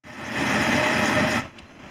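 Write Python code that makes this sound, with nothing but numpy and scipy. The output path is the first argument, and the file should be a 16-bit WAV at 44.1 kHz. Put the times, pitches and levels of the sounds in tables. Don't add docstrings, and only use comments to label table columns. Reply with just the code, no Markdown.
import sys
import numpy as np
from scipy import signal
from scipy.fft import rfft, irfft
from scipy.io import wavfile

SR = 44100
rng = np.random.default_rng(int(sys.argv[2]) if len(sys.argv) > 2 else 0)


def log_audio(samples):
    frames = np.atleast_2d(samples).T
    limited = np.clip(frames, -1, 1)
    pcm = np.round(limited * 32767).astype(np.int16)
    wavfile.write(sys.argv[1], SR, pcm)


N = 83790
BAND_TOP_HZ = 15740

# time in seconds, level in dB.
JET_LEVEL = [(.034, -100), (.038, -50.5), (.065, -43), (.15, -40), (.22, -34), (.32, -32), (.39, -24.5),
             (.5, -22.5), (.8, -21.5), (1.04, -23), (1.17, -22), (1.29, -24), (1.38, -22.5), (1.42, -36),
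             (1.47, -58), (1.54, -81)]
RUMBLE_LEVEL = [(.033, -100), (.05, -49), (.18, -53), (.22, -42.5), (.35, -43), (.4, -34), (.6, -31),
                (.8, -32), (.9, -39.5), (1.0, -29.5), (1.1, -43), (1.2, -27), (1.28, -35.5), (1.38, -37),
                (1.44, -39.5), (1.54, -74)]
HOWL_LEVEL = [(.034, -110), (.06, -59), (.55, -42), (.7, -28.5), (.9, -36.5), (.97, -54), (1.03, -29),
              (1.09, -46.5), (1.17, -24), (1.34, -35.5), (1.41, -56), (1.46, -100)]
# frequency in Hz, relative level in dB.
JET_SPECTRUM = [(25, -49), (100, -22), (168, -30), (196, -1), (270, 0), (305, -5.5), (335, -5),
                (370, -10.5), (490, -15.5), (570, -15), (690, -27), (780, -13.5), (1100, -13), (1400, -14),
                (1550, -12), (2100, -15), (2800, -18.5), (4200, -22.5), (8000, -49), (16000, -62)]
RUMBLE_SPECTRUM = [(22, -29), (45, -20), (64, -21), (84, 5), (98, -9), (117, 10.5), (145, -1), (165, 5.5),
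                   (200, -44), (500, -74)]
# frequency in Hz, width in Hz, relative level in dB.
CUP_RESONANCES = [(606, 42.5, -3), (812, 176, -9), (966, 55, -14.5), (1300, 33, -6.5), (1827, 160, -6),
                  (2036, 95, -8), (2514, 167, -10), (3040, 52, -19.5), (3233, 65, -15)]

def blue_jets(flutter_db):
    roar = amp(curve(JET_LEVEL)) * colour(combustion(flutter_db), JET_SPECTRUM, CUP_RESONANCES)
    rumble = amp(curve(RUMBLE_LEVEL)) * colour(rng.standard_normal(N), RUMBLE_SPECTRUM)
    howl_db = curve(HOWL_LEVEL) + 1.2 * wander(rate_hz=78)
    howl = amp(howl_db) * whistle(hz=615.4, width_hz=22)
    return roar + rumble + howl


def combustion(flutter_db, bursts_per_s=1800, crackle_share=0.15):
    onsets = rng.random(N) < bursts_per_s / SR
    bursts = onsets * amp(1.5 * np.minimum(rng.exponential(1, N), 4))
    crackle = np.sqrt(crackle_share) * unit(bursts - bursts.mean())
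    rush = np.sqrt(1 - crackle_share) * rng.standard_normal(N)
    return (rush + crackle) * amp(flutter_db)


# time in seconds, level in dB.
GAS_LEVEL = [(.034, -105), (.037, -66), (.07, -58.5), (.26, -51), (.41, -40), (.48, -38.5), (.7, -38),
             (.98, -38.5), (1.08, -36), (1.26, -42.5), (1.31, -35.5), (1.395, -40), (1.43, -62),
             (1.48, -75), (1.78, -76), (1.9, -65)]
# frequency in Hz, relative level in dB.
GAS_SPECTRUM = [(20, -48), (2000, -32), (3800, -10), (5200, 3.5), (6100, -1), (6900, -1), (7800, -10.5),
                (9800, -13), (11000, -12), (13200, -15.5), (14500, -21.5), (16000, -26)]

def gas_hiss(flutter_db, bands=24, sizzle_from_hz=10700):
    spectrum = rfft(colour(rng.standard_normal(N), GAS_SPECTRUM))
    hz = np.fft.rfftfreq(N, 1 / SR)
    gas_db = curve(GAS_LEVEL)
    flow_db = gas_db - gas_db.max()
    edges = np.linspace(0, BAND_TOP_HZ, bands + 1)
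    rush = np.zeros(N)
    for low, high in zip(edges, edges[1:]):
        band = irfft(spectrum * (hz >= low) * (hz < high), N)
        sizzle_db = -0.04 * np.maximum(flow_db, -20) * (low > sizzle_from_hz)
        rush += band * amp(3 * wander(rate_hz=16) + sizzle_db)
    return amp(gas_db + 0.87 * flutter_db) * (unit(rush) + edge_tones(flow_db))


# pitch at full flow in Hz, width in Hz, level against the hiss in dB.
NOZZLE_TONES = [(9400, 250, -16.5), (9870, 320, -19)]

def edge_tones(flow_db, rise_hz_per_db=13.5, drift_hz=70.6):
    out = np.zeros(N)
    for hz, width_hz, db in NOZZLE_TONES:
        pitch = hz + rise_hz_per_db * flow_db + drift_hz * wander(rate_hz=12.6)
        waver = amp(1.8 * wander(rate_hz=22))
        out += amp(db) * unit(waver * whistle(pitch, width_hz))
    return out


# time in seconds, level in dB.
YELLOW_LEVEL = [(1.36, -54), (1.44, -37), (1.52, -51), (1.58, -43.5), (1.67, -49), (1.71, -46),
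                (1.745, -49), (1.785, -47), (1.8, -41), (1.82, -45.5), (1.845, -40.5), (1.9, -44.5)]
# frequency in Hz, relative level in dB.
YELLOW_SPECTRUM = [(25, -10), (80, -4), (190, 0.5), (240, 1), (320, -1), (480, -10.5), (600, -3.5),
                   (690, -9), (800, -8), (1400, -10), (2600, -11.5), (4200, -23), (6800, -28.5),
                   (10000, -49), (16000, -46)]
# rate in Hz, depth in dB.
YELLOW_FLUTTER = [(35, .9), (160, 0.73)]
# start in seconds, pitch in Hz, level in dB, length in seconds.
GAS_PUFFS = [(1.57, 110, -50, 0.02), (1.617, 71, -41, .028)]

def yellow_flame():
    flutter_db = turbulence(YELLOW_FLUTTER)
    alight = np.arange(N) / SR > YELLOW_LEVEL[0][0]
    out = amp(curve(YELLOW_LEVEL)) * alight * colour(combustion(flutter_db), YELLOW_SPECTRUM)
    for start, hz, db, length in GAS_PUFFS:
        t = np.arange(0, length, 1 / SR)
        swell = amp(db) * np.sin(np.pi * t / length)
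        add(out, start, swell * np.sin(2 * np.pi * hz * t))
    return out


# start in seconds, gain in dB, treble cutoff in Hz.
LEVER_CONTACTS = [(1.5841, 1.5, 3900), (1.5864, -2, 3900), (1.5891, -1, 12500)]
# frequency in Hz, relative level in dB, seconds to fall by 60 dB.
VALVE_MODES = [(2713, -46, .03), (3080, -46, .025), (4060, -52, .09), (4791, -52, .05), (7224, -57, .05),
               (8802, -54, .03)]
# frequency in Hz, relative level in dB.
SCRAPE_SPECTRUM = [(20, -40), (1500, -18), (2900, 9.5), (5000, -4), (9000, -15), (16000, -30)]

def valve_clack(scrape_db=-36, scrape_t60_s=.032):
    out, t = np.zeros(N), np.arange(SR // 5) / SR
    for start, gain_db, cutoff_hz in LEVER_CONTACTS:
        ring = sum(amp(db - 60 * t / t60) * np.sin(2 * np.pi * (hz * t + rng.random()))
                   for hz, db, t60 in VALVE_MODES)
        grit = colour(rng.standard_normal(len(t)), SCRAPE_SPECTRUM)
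        scrape = amp(scrape_db - 60 * t / scrape_t60_s) * grit
        lowpass = signal.butter(2, cutoff_hz, fs=SR, output="sos")
        add(out, start, amp(gain_db) * signal.sosfilt(lowpass, ring + scrape))
    return out


# pitch in Hz, width in Hz, level in dB.
TRICKLE_TONES = [(4160, 130, -69.5), (6200, 220, -76), (11070, 280, -79)]

def gas_trickle(start_s=1.45, waver_db=3.5):
    tones = sum(amp(db + waver_db * wander(rate_hz=12)) * whistle(hz, width_hz)
                for hz, width_hz, db in TRICKLE_TONES)
    return tones * (np.arange(N) / SR > start_s)


def room(direct, tail_db=-16, t60_s=0.29, cutoff_hz=5830):
    t = np.arange(SR // 2) / SR
    tail = rng.standard_normal(len(t)) * amp(-60 * t / t60_s) * (t > .005)
    tail = signal.sosfilt(signal.butter(1, cutoff_hz, fs=SR, output="sos"), tail)
    return direct + amp(tail_db) * signal.fftconvolve(direct, tail / np.linalg.norm(tail))[:N]


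def amp(db):
    return 10 ** (np.asarray(db) / 20)


def unit(x):
    return x / np.sqrt(np.mean(x ** 2) + 1e-20)


def curve(points):
    return np.interp(np.arange(N) / SR, *np.transpose(points))


def colour(x, spectrum, resonances=()):
    hz = np.fft.rfftfreq(len(x), 1 / SR)
    row_hz, row_db = np.transpose(spectrum)
    power = amp(np.interp(np.log(hz + 1), np.log(row_hz), row_db)) ** 2
    for peak_hz, width_hz, peak_db in resonances:
        power += amp(peak_db) ** 2 / (1 + 2 * ((hz - peak_hz) / width_hz) ** 2) ** 2
    return unit(irfft(rfft(x) * np.sqrt(power), len(x)))


def wander(rate_hz):
    hz = np.fft.rfftfreq(N, 1 / SR)
    passband = (hz > 2) * np.exp(-(hz / rate_hz) ** 2 / 2)
    return unit(irfft(rfft(rng.standard_normal(N)) * passband, N))


def turbulence(rows):
    return sum(depth_db * wander(rate_hz) for rate_hz, depth_db in rows)


def whistle(hz, width_hz):
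    phase = 2 * np.pi * np.cumsum(hz * np.ones(N)) / SR
    return unit(wander(width_hz / 2) * np.cos(phase) + wander(width_hz / 2) * np.sin(phase))


def add(mix, start_s, sound):
    part = mix[round(start_s * SR):][:len(sound)]
    part += sound[:len(part)]


# rate in Hz, depth in dB.
JET_FLUTTER = [(22, 0.47), (170, 0.82)]

def scene():
    flutter_db = turbulence(JET_FLUTTER)
    torch = blue_jets(flutter_db) + gas_hiss(flutter_db) + yellow_flame() + gas_trickle() + valve_clack()
    return room(torch)[None]


# frequency in Hz, width in Hz.
MICROPHONE_DIPS = [(3680, 250), (4385, 470), (8050, 210), (11720, 820)]

def record(dry):
    for hz, width_hz in MICROPHONE_DIPS:
        dry = signal.lfilter(*signal.iirnotch(hz, hz / width_hz, SR), dry)
    lowpass = signal.firwin(801, BAND_TOP_HZ, window=("kaiser", 9), fs=SR)
    return signal.oaconvolve(dry, lowpass[None], "same")


dry = scene()
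out = record(dry)
log_audio(out)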